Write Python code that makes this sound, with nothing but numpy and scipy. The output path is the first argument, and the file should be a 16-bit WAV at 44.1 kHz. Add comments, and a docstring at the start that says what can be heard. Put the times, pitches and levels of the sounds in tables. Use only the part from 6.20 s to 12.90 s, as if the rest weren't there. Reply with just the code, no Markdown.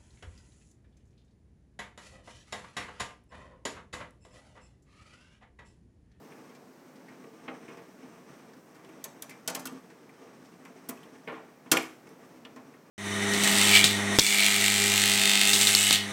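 """Hailstones striking a window, heard from one microphone indoors, close beside the pane.
Single stones crack on the glass or knock on frame and wall; the window booms in its low modes
and the small room carries each blow on. Farther off, a dense patter of stones on roof and walls
swells and sinks, and a hiss of rain comes through the wall under it all."""
import sys
import numpy as np
from scipy import signal
from scipy.fft import rfft, irfft
from scipy.io import wavfile
from scipy.ndimage import uniform_filter1d

SR = 44100
rng = np.random.default_rng(int(sys.argv[2]) if len(sys.argv) > 2 else 0)


def dump_mix(stems):
    """Bounce the given channels to the path in sys.argv[1] as a 16-bit WAV at rate SR."""
    frames = np.atleast_2d(stems).T  # one column per channel
    limited = np.clip(frames, -1, 1)  # hard clip at full scale
    pcm = np.round(limited * 32767).astype(np.int16)
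    wavfile.write(sys.argv[1], SR, pcm)


N = 295470

# Near stones; where each lands (glass, frame, wall) sets its mix. Columns: t/s, boom level/dB,
# knock level/dB, clack level/dB, crack level/dB, clack f/Hz, clack t60/s, boom f/Hz,
# hardness as tilt above 5 kHz/(dB per octave)
NEAR_STONES = [(0.119, -71, -39.5, -69, -62, 2210, 0.028, 415, 0),
               (0.2936, -68, -59, -60, -58, 2090, 0.062, 417, -8),
               (0.3477, -69, -57, -66, -56, 2350, 0.099, 250, -9),
               (0.7568, -68, -80, -78, -60.5, 2030, 0.066, 256, -12),
               (0.883, -65, -55, -55.5, -66, 1890, 0.12, 253, -5),
               (1.0392, -61.5, -37.5, -80, -59, 1560, 0.021, 433, 0),
               (1.279, -54, -29, -47, -77, 2250, 0.047, 300, 0),
               (1.4797, -60.5, -49.5, -54.5, -65, 2176, 0.21, 327, -6),
               (1.5708, -60.5, -48, -70, -61, 1830, 0.11, 505, -9),
               (1.8254, -69, -47, -70, -74, 2190, 0.033, 254, 0),
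               (2.333, -86, -70, -52, -56.5, 1530, 0.041, 272, -10),
               (2.546, -71, -56, -83, -62, 2200, 0.19, 250, -3),
               (2.6455, -76, -52.5, -60, -61, 3000, 0.051, 310, -4),
               (2.688, -62.5, -59, -62.5, -66, 2270, 0.15, 330, 0),
               (2.8405, -80, -38.5, -69, -31, 3180, 0.055, 258, 4.5),
               (3.0216, -86, -41.5, -62, -34.5, 2170, 0.054, 275, 5),
               (3.0934, -81, -57, -51, -44, 2160, 0.08, 358, 2),
               (3.107, -69, -52, -49.5, -54, 2066, 0.12, 328, -9),
               (3.276, -60, -28, -42, -24, 3130, 0.06, 203, -0.6),
               (3.2986, -58.5, -40.5, -62, -33, 1510, 0.057, 194, -1.5),
               (3.348, -59, -31.5, -41, -28.5, 2950, 0.065, 253, 3.5),
               (3.3931, -57, -52, -53, -41.5, 1660, 0.087, 270, 3),
               (3.4544, -54, -40, -40.5, -33.5, 1450, 0.06, 254, 4),
               (3.47, -64, -47, -42.5, -39.5, 2700, 0.055, 254, 4),
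               (3.5199, -53.5, -63, -78, -60, 1780, 0.081, 260, 9),
               (3.701, -84, -55, -56, -60, 1830, 0.084, 264, -5),
               (3.8932, -70, -54, -50, -60, 2050, 0.026, 242, 3),
               (4.0148, -66, -61, -77, -67, 2350, 0.3, 440, -7),
               (4.2497, -83, -82, -82, -60, 1630, 0.13, 261, -12),
               (4.4503, -83, -47.5, -51.5, -57, 2050, 0.069, 253, -2),
               (4.6877, -50.5, -36.5, -51, -30.5, 1440, 0.066, 255, 8),
               (4.7728, -68, -65, -57.5, -65, 2580, 0.06, 223, -8),
               (4.8309, -87, -51, -56, -58, 3070, 0.054, 450, 4),
               (4.9524, -66.5, -68, -55.5, -70, 1900, 0.042, 251, 0),
               (5.0741, -52, -33.5, -40, -63, 2186, 0.1, 464, 5),
               (5.1183, -57.5, -45, -82, -66, 2060, 0.24, 306, -2),
               (5.4598, -63.5, -45, -66, -70, 1580, 0.052, 261, -8),
               (5.5154, -38, -14, -24.5, -10, 2720, 0.058, 313, 1),
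               (5.5688, -45, -28, -18.5, -25, 2455, 0.039, 324, 1.5),
               (5.6225, -54.5, -51, -60, -41.5, 2440, 0.063, 378, 3),
               (5.8698, -83, -72, -58, -61, 2190, 0.07, 223, -8.5),
               (5.8902, -81, -62, -74.5, -58.5, 2150, 0.043, 318, 0),
               (6.25, -62.5, -37, -41.5, -47.5, 2910, 0.035, 269, -12.5),
               (6.3607, -59, -42.5, -71.5, -55.5, 1920, 0.065, 259, -5.5),
               (6.537, -71, -55, -57.5, -67, 1860, 0.075, 258, 0)]
def near_hail():
    """Stones close to the microphone: the room echoes their noise, the modes die away on their own."""
    track = np.zeros((2, N + SR))
    for start_s, *settings in NEAR_STONES:
        hit = stone(*settings)
        start = int(start_s * SR)
        track[:, start:start + hit.shape[1]] += hit
    noisy, ringing = track[:, :N]
    return room(noisy) + ringing


def stone(boom_db, knock_db, clack_db, crack_db, clack_hz, t60, boom_hz, hardness):
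    """One blow at close range: glass cracks, the struck spot clacks, the frame knocks, the window booms."""
    t = np.arange(SR // 2) / SR
    noise = rng.standard_normal((2, len(t)))
    crack = glass_crack(t, t60, hardness)
    clack = unit(band(noise[0], clack_hz / 1.3, clack_hz * 1.3, order=3))
    clack *= fade(t, t60) * rise(t, 0.001045)
    # two close, short modes of the struck spot beat against each other
    ring = np.sin(2 * np.pi * clack_hz * t) + 0.38 * np.sin(2 * np.pi * 1.14 * clack_hz * t)
    ring *= fade(t, 1.3 * t60) * rise(t, 0.00056)
    # the lower knock builds later and stays longer
    knock = unit(band(noise[1], 400, 2640, order=4)) * fade(t, 1.47 * t60) * rise(t, 0.0084)
    boom = window_boom(t, boom_hz)
    # a hard blow also shoves the whole pane inward
    shove = np.sin(2 * np.pi * 70 * t) * fade(t, 0.049) * rise(t, 0.004)
    noisy = undb(crack_db) * crack + undb(clack_db) * clack + undb(knock_db) * knock
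    ringing = undb(clack_db + 0.5) * ring + undb(boom_db) * boom + undb(crack_db - 24.5) * shove
    return np.array([noisy, ringing])


# Spectrum of ice on glass, close up. Columns: f/Hz, relative level/dB
CRACK_SPECTRUM = [(3000, -4.5), (4000, -5), (5700, -1.5), (8000, -2.5), (10500, -6.5), (14500, -9),
                  (17000, -30)]
def glass_crack(t, t60, hardness):
    """A sharp contact tick and a tail made ragged by ice splinters and the pane chattering in its seal."""
    chatter = undb(2.7 * unit(uniform_filter1d(rng.standard_normal(len(t)), size=90)))
    noise = coloured(CRACK_SPECTRUM, len(t), centre_hz=5000, slope_db=hardness)
    tail_and_tick = fade(t, 0.91 * t60) + 0.38 * fade(t, 0.006)
    return unit(noise * chatter) * tail_and_tick * rise(t, 0.0012)


# Modes of the window and wall beside the microphone. Columns: f/Hz, relative level/dB, t60/s
WINDOW_MODES = [(143.8, -9, .3), (176.5, -5.5, 0.31), (223, -5.5, 0.31), (257.7, 4, 0.24),
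                (321.2, -1.5, 0.3), (379.4, -3, 0.28), (444, -6.5, 0.52), (467.5, -3.5, 0.29),
                (632.5, -9, 0.19), (677, -6.5, 0.31), (844.7, -8, 0.21), (881, -9.5, .25), (1117, -7, 0.34),
                (1197, -8, 0.34)]
def window_boom(t, boom_hz, focus_db=9.5, scatter_db=1.0):
    """The whole window rings; the spot struck favours modes near boom_hz and sets the sign of each."""
    hz, db, t60 = np.transpose(WINDOW_MODES)[:, :, None]
    favour_db = -np.minimum(90 * np.log2(hz / boom_hz) ** 2, focus_db)
    favour_db += scatter_db * rng.standard_normal(hz.shape)
    share = undb(db + favour_db) * rng.choice([-1, 1], hz.shape)
    modes = share * np.sin(2 * np.pi * hz * t) * fade(t, t60)
    return unit(modes.sum(axis=0) * rise(t, 0.0018) ** 2)


# Echo bands of the room around the microphone. Columns: f/Hz, t60/s, relative level/dB
ROOM_BANDS = [(800, 0.3, 2.5), (1960, 0.35, -11.5), (5000, 0.33, -11.5), (11000, 0.47, -23)]
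def room(direct, echo_db=3):
    """A small furnished room adds dense echoes, each band with its own decay."""
    t = np.arange(SR // 2) / SR
    echoes = 0
    for hz, t60, db in ROOM_BANDS:
        noise = band(rng.standard_normal(len(t)), hz / 1.83, hz * 1.53)
        decay = fade(t, t60) * rise(t, 0.0015)
        echoes += undb(db) * noise * decay / np.sqrt(np.sum(decay ** 2))
    return direct + undb(echo_db) * signal.fftconvolve(direct, echoes)[:N]


# Level of the distant patter and low window ringing over time; the peak at 3.47 s is the window
# ringing on after a near stone. Columns: t/s, level/dB
PATTER_LEVEL = [(0.0, -58), (0.2, -54.5), (0.55, -61.5), (0.75, -60.5), (1.44, -51), (1.6, -57), (2.2, -54),
                (2.5, -61), (2.85, -54.5), (3.3, -58), (3.47, -51.5), (3.7, -59), (4.35, -55), (4.7, -55.5),
                (5.3, -59.5), (5.999, -57), (6.7, -61)]
def far_patter():
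    """Distant stones on roof and walls: dull booms of the window modes, muffled knocks, faint ticks."""
    t = np.arange(SR // 2) / SR
    blows = far_blows()
    hz, db, t60 = np.transpose(WINDOW_MODES)[:, :, None]
    # walls dull the upper modes and damp them all
    dulled = undb(db - 1.6 * np.log2(hz / 250))
    modes = dulled * np.sin(2 * np.pi * hz * t) * fade(t, 0.5 * t60) * rise(t, 0.0031) ** 2
    # each blow finds its own spot on every mode
    booms = sum(signal.fftconvolve(blows * rng.standard_normal(N), mode)[:N] for mode in modes)
    # through walls a blow arrives smeared into a burst of noise
    burst = fade(t, 0.13) * rise(t, 0.0088)
    smear = np.sqrt(signal.fftconvolve(blows ** 2, burst)[:N].clip(0))
    knocks = unit(smear * band(rng.standard_normal(N), 600, 2320))
    hiss = rng.standard_normal(N)
    ticks = unit(smear * (band(hiss, 5180, 6400) + undb(-4) * band(hiss, 7600, 9000)))
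    level_db = np.interp(np.arange(N) / SR, *np.transpose(PATTER_LEVEL))
    return (unit(booms) + undb(-7.5) * knocks + undb(-16) * ticks) * undb(level_db)


def far_blows(per_s=220, spread_db=14):
    """Stones land on the house at random: clicks of uneven size and either sign."""
    when, size, sign = rng.random((per_s * N // SR, 3)).T
    clicks = np.zeros(N)
    clicks[(when * N).astype(int)] = undb(spread_db * size ** 2) * np.sign(sign - 0.5)
    return clicks


# Spectrum of the rain outside, from indoors. Columns: f/Hz, relative level/dB
RAIN_SPECTRUM = [(18, -44), (30, -33.5), (48, -39.5), (65, -29), (142, -5.5), (261, -2), (577, -7.5),
                 (2160, -21.5), (3380, -30), (5740, -27.5), (10500, -35.5), (14800, -33), (16500, -38.5)]
def rain(level_db=-56):
    """Background rain through the wall: octave bands of hiss that swell together and flicker alone."""
    swell_db = 0.5 * wander(1.4)
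    hiss = 0
    for octave in range(10):
        part = coloured(RAIN_SPECTRUM, N, centre_hz=30 * 2 ** octave, bend_db=12)
        hiss += part * undb(swell_db + 0.8 * wander(9))
    return unit(hiss) * undb(level_db)


def undb(db):
    return 10 ** (np.asarray(db) / 20)


def rise(t, tau_s):
    return 1 - np.exp(-t / tau_s)


def fade(t, t60):
    """Falls 60 dB in t60 seconds."""
    return np.exp(-np.log(1000) * t / t60)


def unit(x):
    return x / np.sqrt(np.mean(x ** 2))


def band(x, lo_hz, hi_hz, order=2):
    sos = signal.butter(order, [lo_hz, min(hi_hz, SR / 2.2)], "bandpass", fs=SR, output="sos")
    return signal.sosfilt(sos, x)


def coloured(spectrum, size, centre_hz, slope_db=0, bend_db=0):
    """Noise of a given spectrum, tilted above a centre (dB/octave) or bent down around it (dB/octave^2)."""
    hz, db = np.transpose(spectrum)
    octave = np.log2(np.arange(size // 2 + 1) * SR / size + 1)
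    offset = octave - np.log2(centre_hz)
    gain_db = np.interp(octave, np.log2(hz), db, left=-70)
    gain_db += slope_db * offset.clip(0) - bend_db * offset ** 2
    return irfft(rfft(rng.standard_normal(size)) * undb(gain_db), size)


def wander(per_s):
    """Random steps, smoothed twice; RMS 1."""
    hold = int(SR / per_s)
    steps = np.repeat(rng.standard_normal(N // hold + 1), hold)
    return unit(uniform_filter1d(uniform_filter1d(steps, hold), hold)[:N])


def scene():
    """At the window, in mono: hail up close, patter farther off, rain behind."""
    return (near_hail() + far_patter() + rain())[None]


def record(dry):
    """The recorder cuts the microphone's treble above 16.5 kHz."""
    return signal.sosfilt(signal.ellip(8, 0.2, 70, 16500, fs=SR, output="sos"), dry)


dry = scene()
out = record(dry)
dump_mix(out)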